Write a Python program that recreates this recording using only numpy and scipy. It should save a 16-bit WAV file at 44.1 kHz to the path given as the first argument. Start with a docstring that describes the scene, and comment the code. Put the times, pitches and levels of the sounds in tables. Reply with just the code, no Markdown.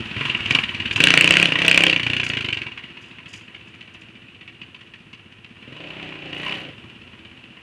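"""A small single-cylinder motorbike, mostly screened by a wall throughout, revs in bursts, pulls away to a
rough idle, then blips again. Each firing barks at the exhaust outlet and thumps in the pipe; ground and sheds
echo the bark. Valve clatter, jingle, loose metal and drive knocks ride on top, over air buffeting and faint
hiss. Outlet and small microphone give the bark a peak near 3 kHz; overloads clip."""
import sys
import numpy as np
from scipy import signal
from scipy.fft import rfft, irfft
from scipy.io import wavfile
from scipy.ndimage import uniform_filter1d

SR = 44100
rng = np.random.default_rng(int(sys.argv[2]) if len(sys.argv) > 2 else 0)


def how_loud(loudness_db):
    """Turn decibels into a plain amplitude multiplier (0 dB gives 1, 20 dB gives 10)."""
    steps = np.asarray(loudness_db, float) / 20
    return 10 ** steps


def persist_wave(psi):
    """Save psi, clipped to +-1, as 16-bit WAV."""
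    counts = np.round(np.clip(psi, -1, 1) * 32767).astype(np.int16)
    wavfile.write(sys.argv[1], SR, np.atleast_2d(counts).T)


N = 336042
T = np.arange(N) / SR

# engine speed: time_s, firings_per_s
FIRING_RATE = [(0.0, 20.05), (0.12, 17.19), (0.22, 24.47), (0.37, 17.81), (0.47, 18.4), (0.56, 27.9),
               (0.62, 18.5), (0.87, 17.88), (0.98, 22.13), (1.04, 31.52), (1.15, 27.7), (1.44, 35.37),
               (1.52, 27.68), (1.61, 33.46), (1.69, 30.87), (1.86, 33.75), (1.98, 28.48), (2.05, 29.0),
               (2.15, 30.5), (2.25, 30.0), (2.41, 26.6), (2.78, 16.69), (2.94, 14.54), (3.33, 12.91),
               (3.55, 15.72), (3.95, 14.13), (4.35, 15.91), (4.55, 14.2), (4.73, 15.7), (5.14, 15.49),
               (5.61, 16.8), (5.86, 30.44), (6.0, 33.09), (6.3, 27.6), (6.36, 28.5), (6.49, 33.3),
               (6.555, 34.0), (6.64, 28.3), (6.71, 23.8), (6.79, 16.73), (7.1, 17.34), (7.62, 14.57)]
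# firings of set strength: time_s, level_db
SET_FIRINGS = [(.508, 1.5), (.548, 3.5), (1.003, -3), (1.039, 4), (1.368, -1.5), (1.398, -5.5), (1.427, 0),
               (1.457, -1.5), (1.487, -9), (1.649, 2.5), (1.745, 1), (1.776, 4), (1.836, 1.5), (1.866, 2.5),
               (1.897, 2), (2.665, 3.5), (2.776, 8), (2.837, 6), (3.261, 5.5), (3.337, 7), (3.544, 6.5),
               (3.809, 8.5), (3.944, 6.5), (4.154, 2.5), (4.409, 7), (4.478, 9.5), (4.614, 10.5),
               (4.746, 9.5), (4.809, 8), (4.937, 8.5), (5.13, 11), (5.323, 3.5), (5.444, 8), (5.802, 3),
               (5.904, 4), (6.028, 4.5), (6.33, 7.5), (6.432, 4.5), (6.463, 4.5), (6.536, 2.5), (7.253, 6),
               (7.441, 3.5)]
# exhaust pipe modes: mode_hz, width_hz, open_throttle_db, shut_throttle_db
PIPE_MODES = [(65.5, 39, -19, -27), (108, 37, -20.5, 9.5), (166, 16.5, 10, 0.5), (235.6, 56, -31, 6),
              (288, 58, 4.5, -9), (324.8, 17.2, -17.5, 5), (447.5, 153, -10, -30.5), (642, 87, -33, -30)]
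# revving pipe heard round the wall from far off: mode_hz, width_hz, level_db, heat_exponent
FAR_PIPE_MODES = [(65.2, 32, -10, .5), (164.7, 21.4, 7.5, 1.4), (301, 22, 6.5, .1), (353, 59, -2.5, 0.52),
                  (523, 70, -5, .5), (613, 62, -10, 0.24), (720, 65, -8.5, .3)]
# microphone and outlet colour: freq_hz, gain_db
OUTLET_COLOUR = [(400, -27), (700, -17), (1050, -18.5), (1250, -11.5), (1600, 0), (2000, -5.5), (2500, 5),
                 (2850, 6.5), (3200, -3), (3600, -10), (4000, -14.5), (5000, -24), (7500, -29),
                 (10000, -35), (13000, -66.5), (16000, -84.5)]
# ground and shed fronts: delay_s, level_db
YARD_ECHOES = [(.0025, -8), (0.013, -19), (0.017, -24), (0.024, -15), (.033, -25), (0.046, -9)]
# loose metal shakes: start_s, drive_db, decay_s
METAL_RATTLES = [(0.252, -41, 0.0085), (0.37, -39, .006), (0.925, -33.5, 0.01), (0.959, -29, 0.0097),
                 (2.237, -32.5, 0.016), (2.283, -36, 0.014), (3.01, -55, 0.055), (3.28, -55, 0.053),
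                 (3.33, -45.5, 0.038), (3.6, -62, 0.013), (3.67, -55.5, 0.017), (3.74, -56, 0.013),
                 (3.937, -55, 0.0096), (4.01, -56, 0.012)]
# metal part modes: mode_hz, width_hz, level_db
TIN_MODES = [(4900, 317, 13.5), (5970, 370, 9.5), (6750, 570, 11.5), (8800, 5400, -3.5)]
# engine casing modes: mode_hz, width_hz, level_db
CASING_MODES = [(995, 112, 12.5), (1487, 665, 6), (1975, 190, -0.5)]
# drive slack taken up: start_s, drive_db, decay_s
DRIVE_KNOCKS = [(.25, -31.5, 0.035), (.552, -22.5, 0.017), (.584, -32, 0.043), (.7, -34, 0.025),
                (.974, -14.5, 0.0045)]
# throttle grip: start_s, roll_on_s, held_s, roll_off_s, added_opening_0_1, chain_pull (negative: coasting)
GRIP_TWISTS = [(.12, 0.09, 0.08, 0.082, 0.55, 0.15), (0.472, 0.036, 0.047, 0.16, 0.46, 0.17),
               (0.971, 0.035, 0.43, 0.13, 1, 0.35), (1.499, 0.2, 0.16, 0.19, 0.82, 0.54),
               (1.96, 0.11, 0.57, 0.114, 0.46, -0.25), (5.499, 0.34, 0.26, 0.23, 0.49, 0.5),
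               (6.199, 0.3, 0.033, 0.22, 1, 0.4)]
# bike position: time_s, distance_m, wall_0_1, outlet_aim_0_1
BIKE_PATH = [(0, 2.9, 0.65, 0.04), (.25, 3.36, 0.85, 0.26), (0.5, 2.1, 0.73, 0.9), (0.702, 3.25, 0.8, 0.85),
             (.9, 2.42, 0.95, 0.91), (1.03, 2.07, 0.63, 0.98), (1.4, 2.2, 0.61, 0.82),
             (1.9, 2.75, 0.74, 0.9), (2.2, 4.07, 0.82, 1), (2.5, 5.5, 0.92, 0.98), (2.6, 7.9, 0.93, 0.87),
             (2.72, 11.1, 0.89, 0.65), (2.999, 12.7, 0.91, 0.44), (4.201, 16.5, 0.97, 0.16),
             (5.401, 19, 0.86, 0), (6.001, 10.6, 0.84, 0.19), (6.5, 8.25, 0.95, 0.18),
             (6.9, 11.7, 0.91, 0.01), (7.62, 15, 0.92, 0.07)]

START_PHASE_CYCLES = .92
ECHO_DRIFT = .06  # scale of the delay wander, share of delay
FAR_SHED_S, FAR_SHED_DB = .016, -1  # echo level with the wall fully between
# levels at 1 m, throttle shut; then added by full throttle, full aim, full wall
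BARK_DB, BARK_OPEN_DB, BARK_AIM_DB, BARK_WALL_DB = -20.5, 12.5, 8, -4
PIPE_DB, PIPE_OPEN_DB, PIPE_AIM_DB, PIPE_WALL_DB = -23, 4.5, -1.5, -0.5
PIPE_FAR_OPEN_DB = -1  # full throttle, far off
# treble relative to bark
TREBLE_DB, TREBLE_OPEN_DB, TREBLE_AIM_DB, TREBLE_WALL_DB = -18.5, 4.5, 3, -7
TREBLE_REMOTE_OPEN_DB = -4
# shares: idle gas load; clatter in the open, behind the wall (capped in bark), masked by firing load
IDLE_LOAD, CLATTER_NEAR, CLATTER_WALL, CLATTER_MASKED = 0.58, 0.11, 1, 0.74
GAS_RASP = 0.032  # steady rasp share at full throttle
JET_DB = -41.5  # at 1 m, before the throttle and wall gates


def level(x, db):
    """Scale to an rms level."""
    return x * how_loud(db) / np.sqrt(np.mean(x ** 2))


def ring(x, modes):
    """Sum of band-pass resonances of alternating sign."""
    total = 0
    for k, (hz, width_hz, db) in enumerate(modes):
        b, a = signal.iirpeak(hz, hz / width_hz, SR)
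        total = total + (-1) ** k * how_loud(db) * signal.lfilter(b, a, x)
    return total


def band(x, hz, kind, order=4):
    """Butterworth low-pass or high-pass."""
    return signal.sosfilt(signal.butter(order, hz, kind, fs=SR, output="sos"), x)


def colour(x, points, size=2048):
    """Causal filter through (Hz, dB) points, from the folded cepstrum of the log gain."""
    hz, db = np.transpose(points)
    grid_hz = np.arange(size // 2 + 1) * SR / size + 1
    gain_db = np.interp(np.log(grid_hz), np.log(hz), db)
    cep = irfft(np.log(how_loud(gain_db)))
    cep[1:size // 2] *= 2
    cep[size // 2 + 1:] = 0
    return signal.fftconvolve(x, irfft(np.exp(rfft(cep))))[:N]


def smear(x, rise_s, fall_s, size=4000):
    """Give every pulse an envelope of unit energy."""
    t = np.arange(size) / SR
    shape = (1 - np.exp(-t / rise_s)) * np.exp(-t / fall_s)
    return signal.fftconvolve(x, shape / np.sqrt(np.sum(shape ** 2)))[:N]


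def flicker(rate_hz, step_db):
    """Quick random gain; steps are smoothed in dB."""
    k = int(SR / rate_hz)
    steps = np.repeat(rng.standard_normal(N // k + 1), k)
    return how_loud(step_db * uniform_filter1d(steps, k)[:N])


def grip():
    """Each twist rolls the throttle on, holds it and lets go; gives opening and chain pull."""
    total = 0
    for s, on_s, held_s, off_s, *size in GRIP_TWISTS:
        rise = (T - s) / on_s
        fall = 1 - (T - s - on_s - held_s) / off_s
        total = total + np.outer(size, np.clip(np.minimum(rise, fall), 0, 1))
    return total


def firings(rate, phase, scatter_db):
    """One pulse per cycle, mean power independent of speed; sizes scatter, some are set."""
    at = np.flatnonzero(np.diff(np.floor(phase)))
    db = scatter_db * rng.standard_normal(len(at))
    for s, set_db in SET_FIRINGS:
        db[np.argmin(abs(at / SR - s))] = set_db
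    pulses = np.zeros(N)
    pulses[at] = how_loud(db) / np.sqrt(rate[at])
    return pulses


def crack_and_puff(pulses, rate, crack, far):
    """Gas leaves the outlet as a sharp crack or a soft noisy puff, mixed by crack share."""
    sharp = .6 * np.roll(pulses, int(.0008 * SR))
    sharp = sharp + smear(pulses, .001, .001) * rng.standard_normal(N)
    # puff swells from just ahead of the crack
    swell = smear(smear(np.roll(pulses, -int(.003 * SR)), .002, .002), .002, .003)
    # many paths round the wall draw the puff out, most at idle
    drawn = smear(pulses, .003, .014)
    spread = far ** 2 * np.interp(rate, [18, 27], [.4, .1])
    swell = (1 - spread) * level(swell, 0) + spread * level(drawn, 0)
    soft = swell * flicker(250., 0.82) * rng.standard_normal(N)
    return np.sqrt(crack) * level(sharp, 0) + np.sqrt(1 - crack) * level(soft, 0)


def yard_echoes(fired, far):
    """Rough ground and shed fronts return smeared, dulled copies at wandering delays."""
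    wander = np.interp(T, np.arange(0, 8, .2), rng.standard_normal(40))
    t = np.arange(600) / SR
    scatter = rng.standard_normal(len(t)) * np.exp(-t / .002)
    scattered = level(signal.fftconvolve(fired, scatter)[:N], 0) * fired.std()
    scattered = band(scattered, 6000., "low", order=1)

    def late(delay_s):
        """Scattered bark after a wandering delay."""
        lag = (delay_s * SR * (1 + ECHO_DRIFT * wander)).astype(int)
        return scattered[np.maximum(np.arange(N) - lag, 0)]

    yard = sum(how_loud(db) * late(s) for s, db in YARD_ECHOES)
    return yard + how_loud(FAR_SHED_DB) * far ** 4 * late(FAR_SHED_S)


def valve_jingle(pulses):
    """Valve gear rings the metal parts 14 ms after each firing."""
    shake = smear(np.roll(pulses, int(0.014 * SR)), 0.0016, 0.0016) * rng.standard_normal(N)
    return level(ring(shake, TIN_MODES), -18.5)


def running_clatter():
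    """Flickering noise of the running engine, plain and rung by the casing."""
    running = flicker(180., 0.68) * rng.standard_normal(N)
    return running + ring(running, CASING_MODES)


def bark(pulses, rate, phase, crack, clatter, far, casing):
    """Outlet bark with a new tint per cycle, yard echoes, jingle, casing ring and clatter."""
    crack, clatter, far = np.clip(crack, 0, 1), np.clip(clatter, 0, .45), np.clip(far, 0, 1)
    fired = crack_and_puff(pulses, rate, crack, far)
    # per-cycle gains: lows, highs, jingle
    cycle = np.floor(phase + .25).astype(int)
    tint = how_loud([4, 2, 4] * rng.standard_normal((cycle[-1] + 1, 3)))[cycle].T
    low, high = band(fired, 2400., "low", order=2), band(fired, 3300., "high", order=2)
    fired = fired + (tint[0] - 1) * low + (tint[1] - 1) * high
    fired = fired + yard_echoes(fired, far)
    fired = level(fired, 0) + tint[2] * valve_jingle(pulses)
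    fired = fired + (0.045 + 0.48 * casing) * ring(fired, CASING_MODES)
    return np.sqrt(1 - clatter) * level(fired, 0) + np.sqrt(clatter) * level(running_clatter(), 0)


def gas_jet(pulses):
    """Gas jet hiss after each firing, bright off the far shed."""
    jet = smear(np.roll(pulses, int(FAR_SHED_S * SR)), .003, .006) * rng.standard_normal(N)
    jet = band(band(jet, 4500., "high", order=2), 13000., "low")
    return level(jet, JET_DB)


def answer(hz, column, modes=PIPE_MODES):
    """Complex resonant answer of the pipe modes at these frequencies."""
    total = 0
    for k, m in enumerate(modes):
        damping = 1j * hz * m[1]
        total = total + (-1) ** k * how_loud(m[column]) * damping / (m[0] ** 2 - hz ** 2 + damping)
    return total


def pipe_tone(rate, phase, load, far, count=30, size=20):
    """Firing harmonics drive the pipe modes, computed at SR / size."""
    slow = slice(None, None, size)
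    rate, phase, load, far, t = rate[slow], phase[slow], load[slow], far[slow], T[slow]
    lag = rng.uniform(-np.pi, np.pi, count + 1)
    steps = np.arange(0, T[-1] + 1, .065)
    waver = rng.standard_normal((count + 1, 2, len(steps)))
    # hotter gas at higher speed lifts the modes
    heat, cool = (rate / 29.9) ** 0.66, (rate / 16.5) ** 0.094
    # thump leads the bark at idle
    early = phase + np.interp(load, [.58, .73], [.003, .0003]) * rate
    fast = np.interp(rate, [20, 28], [0, 1])
    tone = 0
    for k in range(1, count + 1):
        hz = k * rate
        gain = load * answer(hz / heat, column=2) + (1 - load) * answer(hz / cool, column=3)
        round_wall = sum(answer(hz / heat ** m[3], column=2, modes=[m]) for m in FAR_PIPE_MODES)
        gain = gain + far * fast * (round_wall - gain)
        # shifting yard paths scatter phases and make upper lines waver
        depth = np.minimum((hz / 420) ** 1.4, 1.2)
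        sway_gain, sway = (np.interp(t, steps, w) * depth for w in waver[k])
        turn = 2 * np.pi * k * early + far ** 4 * (.5 + .5 * fast) * lag[k]
        turn = turn + (.5 + .3 * far + .3 * fast) * sway
        tone = tone + np.sqrt(rate) * how_loud(4.0 * sway_gain) * np.real(gain * np.exp(1j * turn))
    return band(signal.resample_poly(tone, size, 1)[:N], 800.0, "low", order=2)


def pipe(rate, phase, load, far):
    """Pipe tone gated into uneven putts when slow and close, blended with resonant burble."""
    load, far = np.clip(load, 0, 1), np.clip(far, 0, 1)
    tone = pipe_tone(rate, phase, load, far)
    # slow and close, the pipe sags between firings
    putt = (1 - .5 * far ** 4) * np.interp(rate, [24, 31], [.65, 0])
    after_s = (phase + .004 * rate) % 1 / rate
    gate = 1 - putt + 1.9 * putt * np.exp(-(after_s / .027) ** 2)
    # per-cycle strength
    cycle = np.floor(phase + .15).astype(int)
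    uneven_db = (.8 + 2.5 * putt) * rng.standard_normal(cycle[-1] + 1)[cycle]
    gate = gate * uniform_filter1d(how_loud(uneven_db), 200)
    shut_modes = [(hz, width_hz, db) for hz, width_hz, _, db in PIPE_MODES]
    burble = ring(rng.standard_normal(N), shut_modes)
    rough = .11 + .12 * putt + .12 * far + .2 * far ** 4 * np.interp(rate, [17, 24], [1, 0])
    mixed = np.sqrt(1 - rough) * level(gate * tone, 0) + np.sqrt(rough) * level(burble, 0)
    return band(mixed, 43.0, "high", order=2)


def rattles(rows, modes):
    """Short noisy shakes swell in, ring the metal and die away."""
    shake = 0
    for s, db, decay_s in rows:
        age_s = np.maximum(T - s, 0)
        shake = shake + how_loud(db) * (1 - np.exp(-age_s / 0.0035)) * np.exp(-age_s / decay_s)
    return shake * level(ring(flicker(300., 4.1) * rng.standard_normal(N), modes), 0)


def air_buffet():
    """Air movement buffets the microphone: low noise, dB relative to the pipe."""
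    return level(band(rng.standard_normal(N), 45.0, "low", order=2), -47)


def air_hiss():
    """Faint steady band of noise."""
    hiss = band(band(rng.standard_normal(N), 10500., "low"), 4630.0, "high", order=2)
    return level(hiss, -78.0)


def scene():
    """Throttle and position set the bark and pipe; rattles, knocks and hiss are added."""
    s, *columns = np.transpose(BIKE_PATH)
    metres, far, aim = (np.interp(T, s, c) for c in columns)
    opened, pull = grip()
    far, aim, opened = np.clip(far, 0, 1), np.clip(aim, 0, 1), np.clip(opened, 0, 1)
    rate = np.interp(T, *np.transpose(FIRING_RATE))
    phase = START_PHASE_CYCLES + np.cumsum(rate) / SR
    throttle = IDLE_LOAD + (1 - IDLE_LOAD) * opened
    # the wall scatters only what comes from far off
    remote = far * np.clip((metres - 4.5) / 5, 0, 1)

    bark_db = BARK_DB + BARK_OPEN_DB * opened + BARK_AIM_DB * aim + BARK_WALL_DB * far
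    pipe_db = PIPE_DB + PIPE_OPEN_DB * opened + PIPE_AIM_DB * aim + PIPE_WALL_DB * far
    pipe_db = pipe_db + PIPE_FAR_OPEN_DB * opened * np.clip(metres / 8 - .5, 0, 1)
    treble_db = TREBLE_DB + TREBLE_OPEN_DB * opened + TREBLE_AIM_DB * aim + TREBLE_WALL_DB * far
    treble_db = treble_db + TREBLE_REMOTE_OPEN_DB * remote * opened
    clatter = CLATTER_NEAR + (CLATTER_WALL - CLATTER_NEAR) * far
    clatter = clatter * (1 - CLATTER_MASKED * opened) * (1 - aim) + GAS_RASP * opened
    # a revving engine still crackles round the wall
    crack = aim * (1 - far ** 2) * np.clip(throttle, 0, 1) ** 3 * 2.1
    crack = crack + remote ** 2 * np.interp(rate, [20, 28], [.08, .25])
    casing = 1 - aim + .5 * far ** 4 * opened + (1 - far ** 4) * (1 - opened)

    pulses = firings(rate, phase, scatter_db=1.5)
    outlet = colour(bark(pulses, rate, phase, crack, clatter, far, casing), OUTLET_COLOUR)
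    body, treble = band(outlet, 4600., "low"), band(outlet, 4600., "high")
    rasp = how_loud(bark_db) * (level(body, 0) + how_loud(treble_db) * level(treble, 0))
    rasp = rasp + remote * np.interp(opened, [.46, .6], [0, 1]) * gas_jet(pulses)
    thump = how_loud(pipe_db) * (pipe(rate, phase, IDLE_LOAD + pull, remote) + air_buffet())
    loose = rattles(METAL_RATTLES, TIN_MODES) + rattles(DRIVE_KNOCKS, CASING_MODES)
    return ((rasp + thump) / metres + loose + air_hiss())[None]


def low_pass(x):
    """Removes everything above the highest recorded frequency."""
    return signal.sosfilt(signal.butter(12, 16410, fs=SR, output="sos"), x)


def record(dry):
    """The converter clips overloads and trims both ends of the spectrum."""
    clipped = np.clip(dry, -.97, .97)
    trimmed = band(clipped, 35., "high", order=2)
    mix = band(trimmed, 11200.0, "low", order=6)
    return low_pass(mix)


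dry = scene()
out = record(dry)
persist_wave(out)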